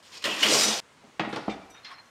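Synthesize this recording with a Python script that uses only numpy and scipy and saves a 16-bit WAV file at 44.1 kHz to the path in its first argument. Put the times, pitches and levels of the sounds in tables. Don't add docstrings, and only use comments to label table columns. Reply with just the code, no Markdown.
import sys
import numpy as np
from scipy import signal
from scipy.io import wavfile
from scipy.ndimage import uniform_filter1d

SR = 44100
rng = np.random.default_rng(int(sys.argv[2]) if len(sys.argv) > 2 else 0)


def persist_wave(psi):
    counts = np.round(np.clip(psi, -1, 1) * 32767).astype(np.int16)
    wavfile.write(sys.argv[1], SR, np.atleast_2d(counts).T)


def voltage_ratio(level):
    return 10 ** (np.asarray(level, float) / 20)


N = 92610
T = np.arange(N) / SR
EDGES = 35 * 2 ** np.arange(0, 9.1, 1 / 3)
CENTRES = np.sqrt(EDGES[1:] * EDGES[:-1])


def rms_one(x):
    return x / np.sqrt(np.mean(x ** 2) + 1e-20)


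def peak_one(x):
    return x / np.abs(x).max()


def at_hz(points, hz):
    table = np.array(points)
    return np.interp(np.log(hz), np.log(table[:, 0]), table[:, 1])


def bands(sources):
    split = []
    for k, (low, high) in enumerate(zip(EDGES, EDGES[1:])):
        band = signal.butter(2, [low, high], "band", fs=SR, output="sos")
        split.append(signal.sosfilt(band, sources[k % 2]))
    return np.array(split)


def ring(x, hz, t60):
    r, w = voltage_ratio(-60 / (t60 * SR)), 2 * np.pi * hz / SR
    return signal.lfilter([0, np.sin(w)], [1, -2 * r * np.cos(w), r * r], x + 1e-18)


def dying(s, t60):
    out, start = np.zeros(N), int(s * SR)
    out[start:] = np.exp(-np.log(1000) * T[:N - start] / max(t60, .003))
    return out


def drift(rate):
    r = np.exp(-32 * np.pi * rate / SR)
    noise = rng.standard_normal(N // 16 + 1002)
    slow = signal.lfilter([1], [1, -2 * r, r * r], noise)[1000:]
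    return np.interp(np.arange(N) / 16, np.arange(len(slow)), rms_one(slow))


def air():
    # (frequency [Hz], level per Hz [dB])
    hiss = [(18, -41), (30, -25), (90, -10.5), (277, -8.5), (389, -11.5), (455, -5.5), (728, -12.5),
            (1080, -10.5), (7460, -24.5), (15500, -44.5)]
    split = bands(rng.standard_normal((2, N)))
    shaped = sum(voltage_ratio(at_hz(hiss, hz) + 1.1 * drift(1.6)) * b for hz, b in zip(CENTRES, split))
    return voltage_ratio(-58) * rms_one(shaped)


def slide():
    # (time [s], friction level [dB], scratch centre [Hz], load on the oven body [dB])
    strokes = [
        [(0, -59, 4050, 12), (.024, -75, 4050, -22), (.028, -51.5, 4530, -21), (.116, -53.5, 3980, -24),
         (.122, -44.5, 3400, -34), (.178, -42, 4940, -11), (.218, -58, 2430, -14), (.226, -38.5, 3530, -17),
         (.24, -52, 3000, -13)],
        [(.2405, -28, 3840, -17.5), (.255, -24, 2840, -9), (.29, -32, 2700, -0.5), (.34, -34, 2920, -4),
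         (.37, -33.5, 3100, -7), (.405, -29, 4000, -14.5), (.428, -27, 3430, -4)],
        [(.4285, -17, 3260, -17), (.455, -21.5, 2700, -6), (.526, -19.5, 5130, -7), (.58, -21, 6000, -6.5),
         (.638, -19, 5750, -16.5), (.67, -27, 5500, -3), (.685, -26, 5300, -7), (.73, -27.5, 4200, -6.5),
         (.8, -37.5, 4350, -2.5)],
    ]
    # (frequency [Hz], level per Hz [dB])
    scratch_tone = [(530, -34), (900, 2.5), (1610, -5), (2510, -5), (4280, -8), (6050, -8.5), (6730, -8.5),
                    (15500, -28)]
    # (frequency [Hz], level per Hz [dB])
    body_tone = [(24, -66), (40, -47), (181, -29), (218, -55), (258, -29), (315, -2), (390, -5), (1200, -8),
                 (1560, -38), (2640, -120)]
    # (frequency [Hz], width [Hz], level [dB])
    wire_modes = [(1070, 37, -7), (1240, 51, -7), (2550, 90, -12), (2900, 90, -7), (3200, 110, -6),
                  (3690, 62, -6), (4970, 90, -5), (5580, 35, -4), (5950, 60, 3), (6110, 45, -4),
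                  (7310, 40, -8), (8400, 60, -11), (9910, 160, -18)]
    slips_per_s, slip_spread_db = 9000, 2.5
    hum_hz, hum_t60_s, hum_db = 218, .11, -7

    s, *columns = np.transpose(np.concatenate(strokes))
    level_db, centre_hz, load_db = (np.interp(T, np.sort(s), c) for c in columns)

    sizes = voltage_ratio(slip_spread_db * np.minimum(rng.exponential(1, (2, N)), 4))
    sizes = sizes * rng.choice([-1, 1], (2, N))
    slips = sizes * (rng.random((2, N)) < slips_per_s / SR) * voltage_ratio(.9 * drift(70))
    split = bands(slips)

    def bump(hz, db, octaves):
        return voltage_ratio(db * np.exp(-(np.log2(hz / centre_hz) / octaves) ** 2))

    def even(x):
        return x / np.sqrt(uniform_filter1d(x ** 2, size=6000))

    scratch, body, wires = np.zeros(N), np.zeros(N), np.zeros(N)
    for hz, b in zip(CENTRES, split):
        if hz > 1000:
            scratch += voltage_ratio(at_hz(scratch_tone, hz) + 1.6 * drift(23.0)) * bump(hz, 9, 1) * b
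        else:
            body += voltage_ratio(at_hz(body_tone, hz) + 2.57 * drift(3.5)) * b
    for hz, width, db in wire_modes:
        tone = rms_one(ring(slips[0], hz, 2.5 / width))
        wires += voltage_ratio(db) * width ** .5 * tone * bump(hz, 16, .4)
    body = rms_one(body) + voltage_ratio(hum_db) * rms_one(ring(slips[1], hum_hz, hum_t60_s))
    return voltage_ratio(level_db) * (even(scratch) + voltage_ratio(-10) * even(wires) + voltage_ratio(load_db) * body)


def kitchen(*sounds):
    # (frequency [Hz], t60 [s])
    room_t60 = [(100, 0.39), (1000, 0.87), (5000, 0.88), (14000, 0.56)]
    room_db, delay_s = -7, 0.0039
    split = bands(rng.standard_normal((2, N)))
    tail = sum(b * dying(delay_s, at_hz(room_t60, hz)) for hz, b in zip(CENTRES, split))
    tail = voltage_ratio(room_db) * tail / np.sqrt(np.sum(tail ** 2))
    return [x + signal.fftconvolve(x, tail)[:N] for x in sounds]


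def singing(rows):
    out = np.zeros(N)
    for s, length, db, hz, width in rows:
        near = slice(max(int((s - length) * SR), 0), int((s + length) * SR))
        noise = rng.standard_normal(N)[near]
        tone = rms_one(ring(ring(noise, hz, 1.4 / width), hz, 1.4 / width))
        out[near] += voltage_ratio(db) * tone * np.exp(-((T[near] - s) / (.4 * length)) ** 2)
    return out


def catches():
    # (time [s], peak level [dB], frequency [Hz], t60 [s])
    jolts = [(.2408, -21, 3150, .055), (.243, -22, 4040, .045), (.245, -22, 3230, .05),
             (.242, -28, 1850, .06), (.4282, -17, 2950, .08), (.4284, -22, 2200, .08),
             (.4284, -22, 3500, .03), (.432, -23, 5500, .04)]
    rings = np.zeros(N)
    for s, db, hz, t60 in jolts:
        jolt = dying(s, .004) * rng.standard_normal(N)
        rings += voltage_ratio(db) * peak_one(ring(jolt, hz, t60))
    return signal.sosfilt(signal.butter(2, 8000, fs=SR, output="sos"), rings)


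def knocks():
    # (time [s], peak level [dB], hardness as cut-off [Hz], clatter t60 [s])
    blows = [(1.036, -43.5, 850, 0.12), (1.049, -49.5, 810, 0.068), (1.071, -50.5, 700, 0.19),
             (1.1953, -14, 2870, 0.12), (1.275, -26.5, 785, 0.028), (1.234, -30, 1470, 0.054),
             (1.249, -29, 2600, 0.11), (1.298, -33.5, 2020, 0.074), (1.327, -29.5, 4170, 0.23),
             (1.331, -26.5, 1230, 0.026), (1.36, -27, 4700, 0.1), (1.367, -26, 1560, 0.14),
             (1.4786, -27.5, 1520, 0.019), (1.481, -18, 986, 0.031), (1.491, -27, 1010, 0.054),
             (1.495, -30, 3080, 0.25)]
    # (frequency [Hz], level [dB], t60 [s])
    panel_modes = [(149.6, -1.5, 0.12), (215, 2.5, 0.19), (282, -5, 0.094), (419, -2, 0.066),
                   (470, -20, 0.099), (700, -0.5, 0.074), (810, 6.5, 0.074), (1180, -23, 0.079),
                   (1900, 3.5, 0.074), (2050, 8, 0.057), (3100, 3, 0.057), (3500, -14, 0.057)]
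    panels_db, clatter_db, tilt_db = -4, 1.5, -2.5
    out, split = np.zeros(N), bands(rng.standard_normal((2, N)))
    for s, db, cut_hz, t60 in blows:
        soft = signal.butter(3, min(cut_hz, 15000), fs=SR, output="sos")
        push = signal.sosfilt(soft, dying(s, .005) * rng.standard_normal(N))
        panels, clatter = np.zeros(N), np.zeros(N)
        for hz, mode_db, ring_s in panel_modes:
            panels += voltage_ratio(mode_db + rng.normal(0, 0.8)) * peak_one(ring(push, hz, ring_s))
        for hz, b in zip(CENTRES, split):
            clatter += b * voltage_ratio(tilt_db * np.log2(hz / 1000)) * dying(s, t60 * (1000 / hz) ** 0.022)
        panels = voltage_ratio(panels_db) * peak_one(signal.sosfilt(soft, panels))
        clatter = voltage_ratio(clatter_db) * peak_one(signal.sosfilt(soft, clatter))
        out += voltage_ratio(db) * (panels + clatter)
    return signal.sosfilt(signal.butter(4, 161, "high", fs=SR, output="sos"), out)


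def rubs():
    # (time [s], rms level [dB], colour [Hz], rise [s], t60 [s])
    strokes = [(1.197, -59, 59, .003, 1.2), (1.48, -54, 61, .003, 0.83), (1.292, -61, 5900, .004, 0.89),
               (1.328, -61, 6000, 0.0018, 0.042), (1.36, -45, 5900, .002, 0.025),
               (1.481, -47, 2470, 0.0018, 0.089), (1.498, -48, 3580, 0.0047, 0.24),
               (1.66, -73, 7500, 0.008, 0.045), (1.702, -61, 7450, .003, 0.14),
               (2.056, -70, 6500, .003, .06), (1.748, -53.5, 1640, 0.0053, 0.69),
               (1.85, -43, 2640, 0.0063, 0.3), (1.915, -47, 1210, 0.11, 0.44),
               (1.919, -51, 2440, 0.037, 0.12), (1.915, -62.5, 6000, .03, 0.11),
               (1.989, -51, 1500, 0.028, 0.096)]
    reach = 1.7
    out = np.zeros(N)
    for s, db, hz, rise, t60 in strokes:
        colour = signal.butter(3, [hz / reach, min(hz * reach, 16000)], "band", fs=SR, output="sos")
        noise = rms_one(signal.sosfilt(colour, rng.standard_normal(N))) * voltage_ratio(0.57 * drift(80))
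        swell = (T < s) * np.clip(1 + (T - s) / rise, 0, 1) ** 2
        out += voltage_ratio(db) * noise * (dying(s, t60) + swell)
    return out


def hinge():
    # (time [s], peak level [dB], colour [Hz], colour width [octaves])
    ticks_of = [
        [(1.497, -35, 2600, 1), (1.504, -39, 3800, 1), (1.511, -40, 4200, 1.1), (1.703, -51, 6000, .16),
         (1.705, -57, 8300, .3), (2.056, -63, 5900, .2), (1.745, -56, 3710, .12), (1.747, -51, 2400, .3),
         (1.747, -53, 950, .2)],
        [(1.846, -37, 3700, 1.3), (1.847, -43, 5240, .1)],
    ]
    # (frequency [Hz], level [dB], t60 [s])
    modes_of = [
        [(950, -5, .08), (2170, -3, .07), (2350, 2, .1), (2720, -2, .05), (3580, -7, .12), (3710, -8, .1),
         (4330, -6, .06), (4800, -6, .07), (5080, -9, .07), (5890, -7, .09), (6140, -16, .05), (7920, -7, .05),
         (8630, -9, .04), (12700, 0, .07)],
        [(1114, -1, .05), (2100, 0, .07), (2500, -4, .1), (3230, -4, .05), (3460, -3, .05), (4190, 1, .12),
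         (5240, -1, .07), (6150, -6, .05)],
    ]
    out = np.zeros(N)
    for ticks, modes in zip(ticks_of, modes_of):
        for s, db, colour_hz, width in ticks:
            rub = dying(s, .03) * rng.standard_normal((len(modes), N))
            cut_hz = min(colour_hz * 2 ** (width / 2 + .4), 15000)
            soft = signal.butter(4, cut_hz, fs=SR, output="sos")
            tick = np.zeros(N)
            for r, (hz, mode_db, t60) in zip(rub, modes):
                off_colour_db = 6 * (np.log2(hz / colour_hz) / width) ** 2
                tone = signal.sosfilt(soft, peak_one(ring(r, hz, t60)))
                tick += voltage_ratio(mode_db - off_colour_db) * tone
            out += voltage_ratio(db) * peak_one(tick)
    return out


def scene():
    # (middle time [s], length [s], rms level [dB], frequency [Hz], width [Hz])
    wire_songs = [(.14, 0.064, -53.5, 1040, 90), (.155, 0.064, -56, 2530, 70), (.21, 0.034, -52, 2480, 60),
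                  (.178, 0.024, -44.5, 4970, 900), (.26, 0.048, -34.5, 1910, 200),
                  (.275, 0.059, -35, 574, 60), (.31, 0.066, -33.5, 3030, 350),
                  (.335, 0.038, -33.5, 2680, 80), (.39, 0.072, -41, 1900, 200),
                  (.45, 0.039, -32, 2280, 200), (.445, 0.071, -30.5, 3030, 150),
                  (.52, 0.036, -31.5, 5960, 50), (.53, 0.037, -32, 3224, 60), (.53, 0.084, -32, 545, 90),
                  (.563, 0.05, -36, 1060, 40), (.572, 0.04, -29, 5590, 50), (.612, 0.072, -26.5, 4990, 164),
                  (.62, 0.052, -33, 7260, 150), (.635, 0.045, -29, 3810, 60), (.648, .055, -25.5, 5940, 90),
                  (.685, .05, -34, 6150, 90), (.69, 0.044, -41, 4860, 120), (.735, 0.017, -30.5, 3620, 120),
                  (.76, 0.061, -54, 5950, 60)]
    # (middle time [s], length [s], rms level [dB], frequency [Hz], width [Hz])
    door_songs = [(1.515, .05, -44, 2350, 70), (1.52, .06, -51, 3600, 110), (1.63, .06, -61, 2350, 50),
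                  (1.71, .04, -61, 2350, 50), (1.725, .03, -63, 3710, 50), (1.772, .055, -55, 3710, 40),
                  (1.785, .04, -65, 4190, 50), (1.885, .04, -57, 5240, 50), (1.875, .07, -49, 4190, 25),
                  (1.745, .06, -64, 5890, 50), (1.915, .04, -55, 3230, 60), (1.92, .08, -49, 1114, 70),
                  (1.935, .04, -57, 5300, 300), (1.98, .08, -56, 4190, 25)]
    change_s = .8025
    door_wet = .4

    scrape = slide() * voltage_ratio(-3.0) + catches() + singing(wire_songs)
    door = hinge() + singing(door_songs)
    before, after = kitchen(scrape, knocks() + door_wet * door)
    before = signal.sosfilt(signal.butter(3, 90, "high", fs=SR, output="sos"), before)
    before = before * np.clip((change_s - T) * 2000, 0, 1)
    return (before + after + (1 - door_wet) * door + rubs() + air())[None]


def low_pass(x):
    return signal.sosfilt(signal.butter(12, 15980, fs=SR, output="sos"), x)


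def record(dry):
    mix = np.tanh(dry)
    return low_pass(mix)


dry = scene()
out = record(dry)
persist_wave(out)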